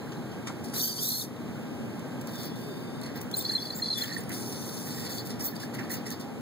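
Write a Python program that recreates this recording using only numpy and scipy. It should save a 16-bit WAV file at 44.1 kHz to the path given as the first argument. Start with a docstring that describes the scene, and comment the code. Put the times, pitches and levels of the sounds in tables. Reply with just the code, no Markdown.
"""A faint servo whine and a few knocks over lab ventilation, then a desk robot arm whirs in spurts.
Gear teeth rattle the plastic cases, pinions whine with motor speed, a dry joint squeaks as it sticks
and slips, and backlash ticks. A two-port camera microphone listens from a metre away and widens its
stereo by subtracting each port, delayed, from the other."""
import sys
import numpy as np
from scipy import signal
from scipy.fft import rfft, irfft
from scipy.io import wavfile
from scipy.ndimage import uniform_filter1d

SR = 44100
rng = np.random.default_rng(int(sys.argv[2]) if len(sys.argv) > 2 else 0)


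def generate_wav(signal):
    """Clip the signal to [-1, 1] and save it as 16-bit WAV at the path in sys.argv[1]."""
    frames = np.transpose(np.atleast_2d(signal))
    scaled = np.clip(frames, -1, 1) * 32767
    pcm = np.round(scaled).astype(np.int16)
    wavfile.write(sys.argv[1], SR, pcm)


N = 282662
TIME = np.arange(N) / SR

# Resonances, each with columns: centre_hz, width_hz, level_db
TOOTH_MODES = [(6000, 1500, 0), (7300, 1400, -1), (8500, 1500, 0), (9800, 1500, 0), (11200, 1600, -1)]  # bright clatter of the gears
FIZZ_MODES = [(12550, 1100, -3), (13800, 1400, -5), (15200, 800, 0)]  # sizzle on top of it
CASE_MODES = [(3550, 450, -2), (4300, 700, 0), (5200, 1000, -1)]  # plastic servo cases
ARM_MODES = [(1850, 620, 0), (2700, 600, -11)]  # hollow body of the arm
GRIPPER_FIZZ_MODES = [(11800, 900, -6), (12550, 500, 0), (13800, 1600, -9), (15200, 800, -8)]  # sizzle of the gripper's gears
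GRIPPER_CASE_MODES = [(4250, 1200, 0), (5900, 900, -9), (8600, 1500, -8), (12550, 600, 0)]  # case that colours the gripper's whine
JOINT_MODES = [(3450, 90, -8.5), (4218, 80, -1.5), (4480, 90, -2), (4690, 100, -8)]  # dry joint, rung by small slips
# Spurts of gear rattle: start_s, driven_s, from_db, to_db, fizz_offset_db, case_offset_db, arm_offset_db
RATTLE_SPURTS = [(.636, .018, -46, -53.5, -6, -5, -27), (.675, 0.06, -59, -66, -12, -11, -14),
                 (2.27, 0.19, -65.5, -55, 2, 2.5, -4), (2.55, 0.42, -63.5, -77.5, -1, 1, -23),
                 (3.01, 0.062, -68, -60, -16, 4, 6), (3.148, 0.043, -61, -69, 4, 5, 8.5),
                 (3.205, 0.016, -48, -61, 7, -17, -10), (3.33, 0.09, -59, -50.5, 2, 2, -15),
                 (3.44, 0.29, -55, -58, -2.5, 2, -4.5), (3.752, 0.225, -60, -51, -16, 1, -9),
                 (3.97, 0.085, -53, -50, 3, -4, -2.5), (4.07, 0.13, -54.5, -59, -3, 1.5, 4),
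                 (4.292, 0.014, -67, -61, -4, -5, 13), (4.315, 0.21, -49.5, -55, -3, -2.5, -16),
                 (4.515, 0.33, -55.5, -52, -3, -2, -18), (4.849, 0.22, -53, -52.5, -3, 0, -5),
                 (5.092, 0.1, -51.5, -52, 0, -1.5, -7.5), (5.25, 0.029, -51, -55.5, 3.5, -4.5, -10),
                 (5.29, 0.026, -52, -55, -9, -0.5, -9), (5.394, 0.027, -47, -50.5, -6, -2.5, -6.5),
                 (5.43, 0.036, -54, -44, 10, -4.5, -27), (5.548, 0.01, -47, -55.5, -15, 2, -15),
                 (5.595, 0.054, -51, -58.5, -5, -3, -2), (5.735, 0.018, -46, -56, -2, -1.5, 2),
                 (5.785, 0.018, -54, -64, 2, 0, 7), (5.828, .025, -70, -70, -2, 5, 13),
                 (5.893, 0.052, -49.5, -47, 1, -4, -5.5), (6.053, 0.026, -52, -51, -8, -2.5, -1),
                 (6.1, 0.023, -55, -53.5, 1, -1, -16), (6.198, 0.02, -41, -60, -3, -2, -10)]
# The gripper's move: time_s, tooth_rate_hz, whine_db, rattle_db, fizz_offset_db
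GRIPPER_MOVE = [(0.721, 1150, -74, -72, -6), (.74, 1196, -53, -47.5, 1), (0.771, 1407, -48, -46, -2),
                (.8, 1498, -48.5, -41.5, 2.5), (.845, 1570, -34.5, -41, 5), (0.881, 1570, -34.5, -41, 9.5),
                (0.893, 1578, -36, -43, 0), (.93, 1553, -40, -48, -1), (.955, 1524, -50, -46, -6),
                (1, 1593, -33, -44, 3), (1.018, 1770, -39, -40, 3), (1.039, 1820, -35, -39, 6),
                (1.065, 1974, -33, -39, 1), (1.1, 2056, -32.5, -39.5, 6.5), (1.15, 2120, -34.5, -41.5, 1),
                (1.2, 2143, -36, -41.5, 0.5), (1.222, 1757, -43, -40.5, -3), (1.25, 1445, -55, -49, 0),
                (1.27, 1330, -72, -67, -4)]
# Harmonics of its pinion: multiple, level_db
GRIPPER_HARMONICS = [(2, -2.5), (3, -1.5), (4, 4.5), (6, -5.5)]
# Joint motors revving briefly: start_s, length_s, from_hz, top_hz, end_hz, level_db, octave_offset_db
JOINT_RUN_UPS = [(3.355, 0.095, 6200, 8300, 7200, -45.5, -8), (3.51, 0.04, 6500, 8400, 8100, -47.5, -8),
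                 (3.585, 0.049, 4400, 5700, 5100, -51, -17), (3.746, 0.076, 7200, 7700, 6900, -44.5, 4),
                 (3.967, 0.12, 6870, 7140, 7050, -47.5, 7), (4.126, 0.023, 6500, 7100, 6100, -47, -13),
                 (4.172, 0.052, 6460, 9200, 6440, -49, 7), (5.085, 0.16, 6800, 6940, 7160, -53, 3.5),
                 (5.41, 0.078, 6430, 7500, 7250, -59, 7)]
# Rough drones of slow moves: start_s, end_s, from_hz, to_hz, from_db, to_db
SLOW_MOVES = [(2.36, 2.52, 3550, 3450, -59, -62), (2.63, 3, 3600, 3700, -63, -66),
              (4.33, 4.85, 4750, 5150, -59, -61), (4.36, 4.8, 6050, 6200, -59, -61),
              (4.92, 5.06, 7400, 7450, -61, -61)]
# One list of partials for each slow move: multiple, level_db
SLOW_PARTIALS = [
    [(1, 0), (3, -9)],
    [(1, 0), (1.3, -2), (2.35, -5)],
    [(1, -6), (2, 2)],
    [(1, 0), (.89, -2)],
    [(1, 0)],
]
# Brief low tones that sag: start_s, end_s, from_hz, to_hz, from_db, to_db
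LOW_MOANS = [(2.68, 2.71, 424, 398, -39, -40), (4.49, 4.5, 410, 400, -43, -43),
             (6.28, 6.31, 810, 795, -49, -49)]
# Stick-slip squeaks: peak_s, level_db, pitch_hz, half_height_length_s
JOINT_SQUEAKS = [(3.018, -45, 4160, 0.0024), (3.038, -43.5, 4260, 0.0036), (3.065, -44, 4280, .003),
                 (3.18, -52, 4230, .004), (.15, -56, 4000, .003), (.173, -52, 4090, .003),
                 (3.333, -44, 3430, 0.0048), (3.343, -25, 4140, 0.0056), (3.349, -33, 4110, 0.004),
                 (3.37, -32, 15100, .004), (3.382, -32, 8540, 0.012), (3.392, -30, 15000, .004),
                 (3.406, -41, 3600, 0.01), (3.412, -34, 4200, 0.0033), (3.425, -36, 14700, 0.0027),
                 (3.452, -29, 4200, 0.0057), (3.465, -35, 4530, .013), (3.466, -38, 4250, .011),
                 (3.498, -28, 4170, 0.0096), (3.516, -35, 4230, .009), (3.521, -35, 4490, 0.013),
                 (3.51, -42, 1710, 0.004), (3.537, -34, 4260, 0.0096), (3.557, -22.5, 4134, 0.01),
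                 (3.566, -25, 4170, 0.0049), (3.578, -42, 4230, 0.0087), (3.588, -37, 3410, 0.015),
                 (3.601, -38, 4130, .004), (3.628, -35, 4460, 0.0062), (3.655, -38, 4550, 0.0034),
                 (3.671, -34.5, 4180, 0.004), (3.687, -43, 4450, 0.0044), (3.706, -32.5, 4120, 0.0071),
                 (3.736, -37.5, 4480, 0.0065), (3.799, -41, 1860, 0.0043), (3.829, -30.5, 4234, 0.017),
                 (3.845, -32, 4180, 0.0044), (3.862, -31, 4100, 0.0077), (3.888, -31, 4240, 0.0054),
                 (3.906, -25, 4160, 0.0084), (3.916, -25, 4180, 0.006), (3.93, -26.5, 4200, 0.006),
                 (3.938, -26.5, 4080, 0.0059), (3.971, -34, 3463, 0.033), (4.014, -35, 3420, 0.012),
                 (4.022, -25.5, 4190, 0.008), (4.044, -37, 3150, 0.0035), (4.105, -40, 4110, 0.0041),
                 (4.12, -38.5, 1850, 0.0094), (4.127, -34.5, 4240, 0.0028), (4.149, -40, 4220, .003),
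                 (4.168, -33, 1843, 0.0063), (5.195, -44, 4200, 0.005), (5.41, -34, 5440, 0.006),
                 (5.485, -42, 4380, 0.0098), (5.565, -42, 4690, 0.0022), (5.92, -47, 4230, .012),
                 (5.539, -46, 1740, 0.0089), (5.629, -45, 5020, 0.0037), (5.636, -41.5, 1687, 0.0054),
                 (5.907, -43, 1884, 0.0072), (5.94, -50, 2790, 0.014), (6.07, -37, 5350, 0.0025),
                 (6.113, -43.5, 1760, 0.0071)]
# Bouts of small slips: start_s, length_s, from_db, to_db
CHATTER_BOUTS = [(3.34, 0.095, -49, -61), (3.435, 0.12, -50, -50), (3.602, 0.12, -54, -52),
                 (3.82, 0.12, -46.5, -51), (4.005, 0.18, -52.5, -59.5), (5.05, 0.16, -57, -54)]
# Gear play snapping shut: start_s, level_db
BACKLASH_TICKS = [(0.472, -46), (1.994, -45.5), (2.213, -41), (2.2717, -39), (2.356, -43), (2.4326, -39),
                  (3.014, -45), (3.034, -43), (3.0614, -47), (3.176, -47), (3.214, -39), (3.3136, -38),
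                  (3.367, -41), (3.39, -41), (3.424, -35), (3.519, -35), (4.235, -42), (4.2934, -36.5),
                  (4.3174, -40), (5.252, -45), (5.3947, -41), (5.556, -45), (5.566, -44), (5.6, -43),
                  (5.748, -40), (5.897, -47), (6.065, -42), (6.091, -45), (6.104, -34), (6.123, -40),
                  (6.199, -46)]
# Knocks through arm and bench: start_s, level_db, lowest_mode_hz, t60_s
BENCH_KNOCKS = [(0.119, -48.5, 930, 0.11), (.315, -54, 860, 0.23), (.471, -39.5, 1180, 0.12),
                (.499, -36.5, 222, 0.047), (0.734, -45, 415, 0.22), (.762, -47, 1340, .12),
                (1.362, -50, 604, 0.099), (5.742, -50, 1510, .05), (5.792, -48, 1090, 0.054)]
# Resonances of a knock, scaled by its lowest mode: centre_multiple, width_multiple, level_db
KNOCK_MODES = [(1, .55, 0), (1.8, .7, -3), (3.2, 1.5, -8), (6, 4, -11)]
# Loaded servos holding still: start_s, end_s, from_hz, to_hz, from_db, to_db, left_gain
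HOLDING_TONES = [(0, .3, 4110, 4020, -66, -77, 0.91), (0, 0.903, 1597, 1598, -62, -62, 0.42),
                 (1.446, 2.248, 1613, 1600, -59.5, -58.5, 0.18), (2.3, 3.503, 1610, 1595, -58, -60, 0.068)]
# Ventilation spectrum: frequency_hz, density_db
DUCT_SPECTRUM = [(25, -99), (45, -80), (62, -92), (90, -59.5), (150, -57), (230, -61), (400, -68.5),
                 (800, -81.5), (1500, -88), (3000, -95.5), (6000, -102), (15000, -107)]
# Fan humps on top of it: centre_hz, width_hz, boost_db
FAN_HUMPS = [(122.4, 20, 5.5), (237, 33, 7.5), (297, 58, 2), (812, 57, 5)]

QUICK_FALL_DB_PER_S, BODY_FALL_DB_PER_S = 608, 256  # case and arm ring on longer than the teeth
WHINE_EDGE_DB = -12  # how far a whine is down at its ends


def gear_rattle(impacts_per_s=6000, gripper_case_db=-3.5):
    """Dense, uneven tooth impacts ring case and arm; the load wobbles as the gears turn."""
    gains = np.zeros((5, N))  # teeth, fizz, case, arm, gripper fizz
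    for start, length, from_db, to_db, *offsets_db in RATTLE_SPURTS:
        quick = spurt(start, length, from_db, to_db)
        slow = spurt(start, length, from_db, to_db, BODY_FALL_DB_PER_S)
        gains[:4] += np.array([quick, quick, slow, slow]) * undb([0, *offsets_db])[:, None]
    times, _, _, rattle_db, fizz_db = np.transpose(GRIPPER_MOVE)
    for layer, offset_db in ((0, 0), (2, gripper_case_db), (4, fizz_db)):
        gains[layer] += fader(times, rattle_db + offset_db)
    hits = rng.random(N) < impacts_per_s / SR
    impacts = hits * rng.standard_normal(N) * undb(0.57 * rng.exponential(size=N))
    rattle = -ring(impacts, TOOTH_MODES) * gains[0]  # flipped so no notch opens between the bands
    for modes, gain in zip((FIZZ_MODES, CASE_MODES, ARM_MODES, GRIPPER_FIZZ_MODES), gains[1:]):
        rattle += ring(impacts, modes) * gain * undb(2.2 * walk(60))
    return rattle * undb(0.49 * walk(45))


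def motor_whines():
    """Pinions sing at their tooth rate: the gripper through its case, the joints in revs and drones."""
    jitter = np.interp(TIME, [1, 1.06], [.032, .017])  # the gripper steadies as it speeds up
    tone, gain = whine(np.array(GRIPPER_MOVE)[:, :3], GRIPPER_HARMONICS, jitter, flicker_db=5)
    out = ring(tone, GRIPPER_CASE_MODES) * gain
    for *rev, octave_db in JOINT_RUN_UPS:
        tone, gain = whine(run_up(*rev), [(1, 0), (2, octave_db)], jitter=.055, flicker_db=4)
        out += tone * gain
    for move, partials in zip(SLOW_MOVES, SLOW_PARTIALS):
        tone, gain = whine(drone(*move), partials, jitter=.025, flicker_db=3)
        out += tone * gain
    for moan in LOW_MOANS:
        tone, gain = whine(drone(*moan), [(1, 0)], jitter=.025, flicker_db=2)
        out += tone * gain
    return out


def joint_squeaks(sag_per_s=.4, skew=0.65, neighbour_db=-11):
    """A dry joint sticks and slips: each slip swells into a wavering, sagging tone, amid chatter."""
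    out = np.zeros(N)
    wavering_time = TIME + 0.0041 * np.cumsum(walk(400)) / SR
    for (peak, db, hz, length), turn in zip(JOINT_SQUEAKS, rng.random(len(JOINT_SQUEAKS))):
        progress = np.linspace(0, 1, int(2 * length * SR))
        swell = np.sin(np.pi * progress ** skew) ** 2 * undb(db)  # rises faster than it dies
        first = int((peak - .7 * length) * SR)
        span = slice(first, first + len(swell))
        sag = sag_per_s * (TIME[span] - peak) ** 2 / 2
        phase = 2 * np.pi * (hz * (wavering_time[span] - sag) + turn)
        neighbour_mode = undb(neighbour_db) * (1 - progress) * np.sin(0.99 * phase)
        out[span] += swell * (np.sin(phase) + neighbour_mode)
    return joint_chatter() + out * undb(0.65 * walk(300))


def joint_chatter():
    """Small random slips ring the joint between the loud squeaks."""
    slips = ring(rng.standard_normal(N), JOINT_MODES) * undb(6 * walk(250))
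    return slips * sum(spurt(*bout) for bout in CHATTER_BOUTS)


def ticks_and_knocks(tick_t60_s=0.018):
    """Bright cracks as the gears take up their backlash, and duller knocks through arm and bench."""
    out = np.zeros(N + SR)
    t = np.arange(SR // 4) / SR
    for start, db in BACKLASH_TICKS:
        crack = highpass(rng.standard_normal(len(t)), 3200)
        out[int(start * SR):][:len(t)] += undb(db) * crack * 1000 ** (-t / tick_t60_s)
    for start, db, hz, t60 in BENCH_KNOCKS:
        thud = ring(rng.standard_normal(len(t)), np.array(KNOCK_MODES) * [hz, hz, 1])
        out[int(start * SR):][:len(t)] += undb(db) * thud * 1000 ** (-t / t60)
    return out[:N]


def holding_servos():
    """Servos holding still under load sing thin tones, panned toward the right."""
    out = np.zeros((2, N))
    for *hold, left_gain in HOLDING_TONES:
        tone, gain = whine(drone(*hold), [(1, 0)], jitter=.015, flicker_db=3)
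        out += np.outer([left_gain, 1], tone * gain)
    return out


def room(x, t60_s=0.21, level_db=-10):
    """Short, diffuse reflections off bench, frame and walls."""
    t = np.arange(int(t60_s * SR)) / SR
    tail = rng.standard_normal(len(t)) * 1000 ** (-t / t60_s)
    return undb(level_db) * signal.fftconvolve(x, tail / np.sqrt(np.sum(tail ** 2)))[:N]


def ventilation():
    """A gently breathing bed of duct noise with a few fan humps."""
    hz = np.maximum(np.fft.rfftfreq(N, 1 / SR), 1)
    duct_hz, duct_db = np.transpose(DUCT_SPECTRUM)
    db = np.interp(np.log(hz), np.log(duct_hz), duct_db, left=-95)
    db += sum(boost / (1 + (2 * (hz - centre) / width) ** 2) for centre, width, boost in FAN_HUMPS)
    spectrum = rfft(rng.standard_normal(N)) * undb(db) * np.sqrt(SR / 2)
    return irfft(spectrum, N) * undb(.5 * walk(3.116))


def whine(track, partials, jitter, flicker_db):
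    """Tone and gain for a track of time_s, pitch_hz, level_db; speed trembles, partials flicker."""
    times, hz, db = np.transpose(track)
    tooth_hz = np.interp(TIME, times, hz) * (1 + jitter * walk(700))
    phase = 2 * np.pi * np.cumsum(tooth_hz) / SR
    tone = sum(undb(level + flicker_db * walk(150)) * np.sin(k * phase) for k, level in partials)
    return tone, fader(times, db)


def run_up(start, length, from_hz, top_hz, end_hz, db):
    """Track of a brief rev: the motor speeds up, tops out and eases off."""
    return [(start, from_hz, db + WHINE_EDGE_DB), (start + 0.18 * length, .96 * top_hz, db),
            (start + 0.24 * length, top_hz, db), (start + length, end_hz, db + WHINE_EDGE_DB)]


def drone(start, end, from_hz, to_hz, from_db, to_db, fade_s=0.083):
    """Track of a steady glide that fades in and out."""
    return [(start - fade_s, from_hz, from_db + WHINE_EDGE_DB), (start, from_hz, from_db),
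            (end, to_hz, to_db), (end + fade_s, to_hz, to_db + WHINE_EDGE_DB)]


def spurt(start, length, from_db, to_db, fall_db_per_s=QUICK_FALL_DB_PER_S, attack_s=0.012):
    """Envelope of a driven spell: quick attack, steady drift, then coasting to a stop."""
    t = TIME - start
    drift_db = from_db + (to_db - from_db) * np.clip(t / length, 0, 1)
    return np.clip(t / attack_s, 0, 1) * undb(drift_db - fall_db_per_s * np.maximum(t - length, 0))


def fader(times, db):
    """Gain that rides through the level points and is shut outside them."""
    return undb(np.interp(TIME, times, db, left=-120, right=-120))


def ring(x, modes):
    """Steep resonances summed with alternating sign, at unit RMS."""
    out = 0
    for k, (hz, width, db) in enumerate(modes):
        b, a = signal.iirpeak(hz, hz / width, SR)
        out = out + (-1) ** k * undb(db) * signal.lfilter(b, a, signal.lfilter(b, a, x))
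    return unit(out)


def scatter(x):
    """Keeps the tone colour but smears the phases over a few milliseconds."""
    phases = .9 * np.cumsum(rng.standard_normal(513))
    return signal.fftconvolve(x, np.roll(irfft(np.exp(1j * phases)), 512), "same")


def walk(rate):
    """Smooth random wander at unit RMS, about rate turns a second."""
    k = int(SR / rate)
    steps = np.repeat(rng.standard_normal(N // k + 1), k)
    return unit(uniform_filter1d(uniform_filter1d(steps, k), k)[:N])


def highpass(x, hz, order=2):
    return signal.lfilter(*signal.butter(order, hz, "high", fs=SR), x)


def undb(db):
    return 10 ** (np.asarray(db) / 20)


def unit(x):
    return x / np.sqrt(np.mean(x ** 2))


def scene():
    """Arm, room and ventilation at the two ports, mixed as mid and side."""
    arm = gear_rattle() + joint_squeaks() + ticks_and_knocks() + motor_whines()
    mid = arm + room(arm) + ventilation()
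    # the camera body shades the ports: left is louder in the lower treble, right at the very top
    shade = highpass(.75 * np.convolve(mid, [.5, 0, .5], "same"), 1700)
    holding = holding_servos()
    diffuse = .97 * scatter(arm) + room(arm) + 0.97 * ventilation()
    side = shade + highpass(diffuse, 1440, order=1)  # both ports hear nearly the same lows
    side -= 0.043 * mid  # the right port is slightly more sensitive
    return np.array([mid + side, mid - side]) + holding


def record(dry, lag_samples=16, smoothing_s=.15, knee_db=-39, top_hz=15600):
    """The camera widens the stereo, rides the gain down on loud treble and cuts the very top."""
    other_port = np.pad(dry, ((0, 0), (lag_samples, 0)))[::-1, :N]
    wide = dry - 1.085 * other_port
    treble_power = highpass(wide, 5000).mean(axis=0) ** 2
    pole = np.exp(-1 / (smoothing_s * SR))
    treble_rms = np.sqrt(signal.lfilter([1 - pole], [1, -pole], treble_power))
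    gain = (1 + (treble_rms / undb(knee_db)) ** 4) ** -.15
    return signal.sosfilt(signal.ellip(10, .2, 60, top_hz, fs=SR, output="sos"), wide * gain)


dry = scene()
out = record(dry)
generate_wav(out)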